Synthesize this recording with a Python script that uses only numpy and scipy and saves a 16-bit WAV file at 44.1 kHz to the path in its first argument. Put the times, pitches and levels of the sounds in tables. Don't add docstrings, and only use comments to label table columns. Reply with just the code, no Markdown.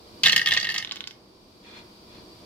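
import sys
import numpy as np
from scipy import signal
from scipy.fft import rfft, irfft
from scipy.io import wavfile
from scipy.ndimage import uniform_filter1d

SR = 44100
rng = np.random.default_rng(int(sys.argv[2]) if len(sys.argv) > 2 else 0)


def unload_wav(signal):
    wavfile.write(
        sys.argv[1],
        SR,
        np.round(np.clip(np.atleast_2d(signal).T, -1, 1) * 32767).astype(np.int16),
    )


N = 108045

# start in seconds, level in dB, pitch in Hz, then level offsets in dB
KNOCKS = [(0.2339, -18.5, 4480, -19.5, 1, -16.5, -27), (0.2377, -20, 3190, -15, -8, -26, -27),
          (0.245, -25.5, 3190, -9.5, -2.5, -22, -22), (0.2507, -23, 3530, -18.5, -4, -16, -18),
          (0.2583, -16, 3760, -9.5, -4.5, -21, -42), (0.2619, -17, 3470, -9.5, -7, -26, -13.5),
          (0.2682, -23, 4740, -1, 1.5, -14, -12.5), (0.2722, -21, 2970, 0.5, -2.5, -22.5, -33),
          (0.2818, -25, 3070, 1, 3, -20, -11.5), (0.2933, -22, 2930, -2.5, 0.5, -28, -28),
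          (0.2957, -18.5, 2830, -7.5, -18, -27, -30), (0.3189, -34.5, 4220, -11, 9.5, -4.5, -16),
          (0.3224, -22.5, 4300, -9.5, 0, -21, -21), (0.3289, -22, 3230, -1.5, -4, -22.5, -12),
          (0.3377, -38, 3270, -9, -3, -16, -10), (0.3616, -16.5, 3030, -4.5, 0.5, -13, -24.5),
          (0.3772, -25, 5240, 2, 5, -22.5, -24), (0.3815, -29.5, 3350, -8, -14, -24, -25),
          (0.3937, -25.5, 2950, -2, -10, -29, -21), (0.4147, -31, 3080, 10, 3, -29, -13),
          (0.4283, -43, 3200, 5.5, 6, -29, -14), (0.4593, -21.5, 3280, -12, -1.5, -19.5, -32),
          (0.4713, -22, 3350, 1.5, -2.5, -22, -37), (0.4809, -32, 3000, -29, -13.5, -8, -32),
          (0.4861, -25, 3250, -38, -3, -15, -11.5), (0.508, -23, 3280, -8.5, -6, -22, -30),
          (0.518, -21.5, 3490, -3, -5, -27, -16), (0.5225, -27, 3690, 7.5, 0, -18, -8),
          (0.5362, -24.5, 3790, -22, 2.5, -16, -18), (0.5461, -26, 2950, -5.5, -5, -22, -13.5),
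          (0.5651, -25.5, 2530, -14, -6, -23, -9), (0.5713, -24, 4460, 1.5, -18, -32, -17),
          (0.5733, -22.5, 3280, -4, -1, -33, -36), (0.5982, -36, 4040, -3, 8.5, -17, -21),
          (0.6105, -34.5, 3570, -1.5, 6, -19, -20), (0.6278, -29, 4620, -2.5, -2.5, -21, -17),
          (0.6439, -29.5, 2720, -8, -3, -29, -18), (0.6503, -30.5, 3410, 0.5, -5.5, -21, -20),
          (0.6694, -30, 3730, 1, -9, -23.5, -18), (0.6893, -27.5, 4730, 3, -10, -21.5, -18),
          (0.6916, -44.5, 4300, 15.5, 4, -14, -28), (0.699, -29, 4560, -16, -4, -24, -21),
          (0.704, -42.5, 3530, 13, 2, -15, -4.5), (0.7105, -41, 3250, 3, 5, -15, -24),
          (0.7194, -34, 3170, -9, -1, -13.5, -33), (0.7414, -28.5, 4465, -10, 0.5, -18, -22),
          (0.7493, -37, 2900, -18, 2, -12, -6), (0.7602, -31.5, 3240, 3, -4, -24, -20),
          (0.7632, -33, 2650, -1, -12, -29, -23), (0.7782, -36.5, 6070, -17, 4, -19.5, -21),
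          (0.7806, -28, 4510, -13, 5, -17, -17.5), (0.7925, -38.5, 3300, -7, -4, -24, -12),
          (0.7985, -34, 3040, -2.5, -1, -29, -19), (0.824, -35, 3000, -1, -4, -17, -14)]
# start in seconds, level in dB, edge offset in dB, tick offset in dB.
CLICKS = [(0.848, -26.5, -6, -40), (0.8739, -34.5, -17, -33), (0.8938, -37.5, -15, -42),
          (0.911, -30.5, -20, -50), (0.912, -27.5, -27, -30), (0.9181, -36, -14, -30),
          (0.921, -30.5, 4, -25), (0.9587, -39, 5.5, -10), (0.9586, -40, -1, -10), (0.9674, -36.5, -2, -30),
          (0.9714, -35.5, -21, -23), (1.0067, -28, -8, -27), (1.0405, -34.5, -29, -37),
          (1.051, -60, -5, -41), (1.0736, -35.5, 7.5, -15), (1.0755, -36.5, -4, -16),
          (1.1095, -40, -1, -20)]
# frequency in Hz, relative level in dB, T60 in seconds.
SHELL_MODES = [(815, -14, .06), (1226, -10.5, 0.075), (1249, -10.5, 0.094), (1608, -3.5, 0.079),
               (1880, -4, .08), (1833, -3, 0.13), (2095, -0.5, 0.098), (2200, 0, .1), (2623, -1.5, 0.11),
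               (2844, -3.5, 0.21), (3095, -8, .1), (3310, -5, .09), (3500, 2.5, 0.049), (4170, -7.5, 0.13)]
TRAY_MODES = [(201, -27, .12), (380, -22.5, 0.051), (826, -27, 0.042), (1115, -26.5, 0.16),
              (1525, -19, 0.057), (2170, -16.5, 0.066), (2540, -22, 0.033), (3050, -20, 0.047),
              (3280, -25, .035)]
# start in seconds, length in seconds, level in dB.
RUSTLES = [(1.618, .15, -49.5), (1.727, 0.099, -47.5), (2.068, 0.17, -54.5)]
# frequency in Hz, relative spectral level in dB.
CLOTH_SPECTRUM = [(300, -12), (1200, -5), (1700, -2.5), (2400, 0.5), (3000, -4), (3500, 1.5), (4200, -4.5),
                  (6000, -14.5), (9000, -26), (16000, -36)]
AIR_SPECTRUM = [(15, -35.5), (25, -9), (127, -4.5), (161, -8), (195, 0), (270, -5), (354, 0), (427, -8.5),
                (476, -4.5), (575, -14), (624, -8.5), (887, -14.5), (962, -9), (1650, -24), (2550, -23),
                (4610, -14.5), (6560, -29), (13600, -33), (16000, -41)]
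# centre in Hz, width in Hz, boost in dB.
CLOTH_PEAKS = [(927, 86, 15.2), (2410, 55, 13.6), (3386, 45, 9.7), (4230, 60, 17.4)]
AIR_PEAKS = [(602, 25, 7), (2370, 97, 7.5), (4700, 90, 8.5), (5450, 40, 11)]
# frequency in Hz, left-right correlation.
AIR_COHERENCE = [(60, 0.96), (150, 0.92), (380, 0.9), (950, -0.0011), (2380, -0.11), (5980, 0.037),
                 (15000, -0.02)]
# time in seconds, gain in dB.
RUMBLE_DRIFT = [(0, 1.5), (.2, 3.5), (1.0, -1), (1.3, -1.5), (1.55, -2.5), (1.75, 3), (1.95, -1),
                (2.24, 4.5), (2.35, 0.5), (2.45, 4)]
HISS_DRIFT = [(0, 2), (.2, 5), (1.2, -4), (1.55, -1.5), (1.9, 1.5), (2.45, 3.5)]
# lower edge in Hz, upper edge in Hz, T60 in seconds.
REVERB_BANDS = [(60, 760, 1), (700, 2040, 0.35), (2500, 7000, 0.29), (7070, 19700, 0.28)]
# frequency in Hz, gain in dB.
ROOM_RESPONSE = [(150, -15.5), (1000, 7), (2000, 3), (4000, 2), (7000, 11.5), (14000, 4.5)]
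MIC_RESPONSE = [(100, -4.5), (1100, 3), (2000, 2), (2400, 1.5), (2900, 0), (4500, 0), (6000, -5), (7300, 2),
                (8200, -6.5), (9500, -3), (16000, -4)]
# frequency in Hz, left minus right in dB.
BALANCE = [(100, 0), (1300, -1), (2400, 0), (4400, -4.5), (8000, -.5), (15000, -1)]

CLACK_HZ, EDGE_HZ, TICK_HZ = (2605, 4078), (4030, 5990), (9000, 13700)
WALL_HZ, BODY_HZ, THUMP_HZ = 1869, (396, 1100), (107, 180)
RISE_S = .0011


def tower():
    out = np.zeros((2, N))
    for start, db, hz, wall_db, edge_db, tick_db, body_db in KNOCKS:
        ping = amp(-1.5) * damped_mode(hz, rise_s=RISE_S, lag_rad=.27)
        clack = amp(-2) * burst(CLACK_HZ, t60=.022, coherence=.76)
        edge = amp(edge_db - 1) * burst(EDGE_HZ, t60=.017, coherence=.71, order=2)
        tick = amp(tick_db + 1) * burst(TICK_HZ, t60=.018, coherence=.1)
        wall = amp(wall_db - 1.5) * damped_mode(WALL_HZ, rise_s=.0021, lag_rad=-.1)
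        shell = amp(-8.5) * unit_rms(modal_ring(SHELL_MODES, spot_db=1, detune=.0037), samples=265)
        body = amp(body_db - 5) * burst(BODY_HZ, t60=.035, coherence=.49, order=2)
        thump = amp(-25) * burst(THUMP_HZ, t60=.1, coherence=1, rise_s=.005, order=2, samples=1300)
        for part in (ping, clack, edge, tick, wall, shell, body, thump):
            add(out, start, amp(db) * part)
    return delay_right(out, delay_s=.00006)


def tray():
    out = np.zeros((2, N))
    for start, db, edge_db, tick_db in CLICKS:
        corner = amp(2.85) * snap(3510, contact_s=.00016)
        edge = amp(edge_db + 1.5) * snap(4800, contact_s=.00011)
        tick = burst(TICK_HZ, t60=.0076, coherence=.18, rise_s=.00023, order=1, samples=88)
        ring = modal_ring(TRAY_MODES, spot_db=2.5, detune=.008)
        for part in (corner, edge, amp(tick_db - 1) * tick, ring):
            add(out, start, amp(db) * part)
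    return delay_right(out, delay_s=.00009)


def damped_mode(hz, rise_s, lag_rad, t60=.024):
    t = np.arange(SR // 8) / SR
    phase = 2 * np.pi * hz * t - np.array([[0], [1]]) * lag_rad
    onset = 1 - np.exp(-(t / rise_s) ** 2)
    return unit_rms(np.sin(phase) * onset * decay(t, t60), samples=265)


def burst(band_hz, t60, coherence, rise_s=RISE_S, order=3, samples=265):
    t = np.arange(SR // 6) / SR
    noise = correlate(rng.standard_normal((2, len(t))), coherence)
    onset = 1 - np.exp(-t / rise_s)
    return unit_rms(bandpass(noise * onset * decay(t, t60), band_hz, order), samples)


def modal_ring(modes, spot_db, detune, spread_rad=.24):
    t = np.arange(SR // 4) / SR
    hz, db, t60 = np.transpose(modes)[:, :, None]
    spot, shift, skew = rng.standard_normal((3, len(modes), 1))
    phase = 2 * np.pi * (hz * (1 + detune * shift) * t + rng.random((len(modes), 1)))
    envelope = amp(db + spot_db * spot) * decay(t, t60)
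    channels = [(envelope * np.sin(phase + side * spread_rad * skew)).sum(0) for side in (-1, 1)]
    return np.array(channels) * (1 - np.exp(-t / RISE_S))


def snap(hz, contact_s):
    t = np.arange(SR // 50) / SR
    pulse = np.sin(2 * np.pi * hz * t) * (t / contact_s) ** 2 * np.exp(-t / contact_s)
    return unit_rms(np.array([pulse, pulse]), samples=88)


def sleeve(grain_db=1.5):
    t = np.arange(N) / SR
    swell = sum(amp(db) * np.sin(np.pi * np.clip((t - start) / length, 0, 1))
                for start, length, db in RUSTLES)
    grain = amp(grain_db * unit_rms(uniform_filter1d(rng.standard_normal(N), size=120)))
    friction = equalise(grain * rng.standard_normal((2, N)), CLOTH_SPECTRUM)
    return swell * unit_rms(resonate(friction, CLOTH_PEAKS))


def room(direct, tail_db, early_db=-13.5):
    t = np.arange(SR // 2) / SR
    shape = (2, len(t))
    late = rng.standard_normal(shape) * (rng.random(shape) < .1) * (t > .005)
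    early = rng.standard_normal(shape) * (rng.random(shape) < .06) * (t > .001)
    tail = sum(bandpass(late, (low, high), order=2) * decay(t, t60) for low, high, t60 in REVERB_BANDS)
    response = amp(tail_db) * unit_rms(tail) + amp(early_db) * unit_rms(early * decay(t, t60=.04))
    reflected = signal.fftconvolve(direct, response / np.sqrt(len(t)), axes=1)[:, :N]
    return direct + equalise(reflected, ROOM_RESPONSE)


def air(base_db=-51.5, split_hz=1100):
    hz, t = np.fft.rfftfreq(N, 1 / SR), np.arange(N) / SR
    spectrum = correlate(rfft(rng.standard_normal((2, N))), curve_at(AIR_COHERENCE, hz))
    noise = amp(base_db) * unit_rms(irfft(spectrum * amp(curve_at(AIR_SPECTRUM, hz)), N))
    noise = resonate(noise, AIR_PEAKS)
    rumble = irfft(rfft(noise) / (1 + (hz / split_hz) ** 4), N)
    rumble_gain = amp(np.interp(t, *np.transpose(RUMBLE_DRIFT)))
    hiss_gain = amp(np.interp(t, *np.transpose(HISS_DRIFT)))
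    return rumble * rumble_gain + (noise - rumble) * hiss_gain


def amp(db):
    return 10 ** (np.asarray(db) / 20)


def decay(t, t60):
    return np.exp(-np.log(1000) * t / t60)


def unit_rms(x, samples=None):
    return x / np.sqrt(np.mean(x[..., :samples] ** 2) + 1e-20)


def add(mix, start, sound):
    part = mix[:, round(start * SR):][:, :sound.shape[1]]
    part += sound[:, :part.shape[1]]


def correlate(noises, coherence):
    left, independent = noises
    return np.array([left, coherence * left + np.sqrt(1 - coherence ** 2) * independent])


def delay_right(x, delay_s):
    phase_shift = np.exp(-2j * np.pi * np.fft.rfftfreq(N, 1 / SR) * delay_s)
    return np.array([x[0], irfft(rfft(x[1]) * phase_shift, N)])


def curve_at(points, hz):
    frequencies, values = np.transpose(points)
    return np.interp(np.log(hz + 1), np.log(frequencies + 1), values)


def bandpass(x, band_hz, order):
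    return signal.sosfilt(signal.butter(order, band_hz, "band", fs=SR, output="sos"), x)


def equalise(x, curve_db, share=1):
    gain = amp(share * curve_at(curve_db, np.fft.rfftfreq(2 * N, 1 / SR)))
    return irfft(rfft(x, 2 * N) * gain)[..., :N]


def resonate(x, peaks):
    hz = np.fft.rfftfreq(N, 1 / SR)
    boost_db = sum(db / (1 + (2 * (hz - centre) / width) ** 2) for centre, width, db in peaks)
    return irfft(rfft(x) * amp(boost_db), N)


def scene():
    dice = room(tower(), tail_db=-12) + room(tray(), tail_db=-11)
    dice = equalise(dice, MIC_RESPONSE)
    dice = equalise(dice, BALANCE, share=np.array([[.5], [-.5]]))
    return dice + air() + room(sleeve(), tail_db=-7)


def record(dry, ceiling=.77, cutoff_hz=16000):
    rounded = dry / (1 + (dry / ceiling) ** 8) ** (1 / 8)
    lowpass = signal.firwin(255, cutoff_hz, window=("kaiser", 9), fs=SR)
    return signal.oaconvolve(rounded, lowpass[None], "same", axes=1)


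dry = scene()
out = record(dry)
unload_wav(out)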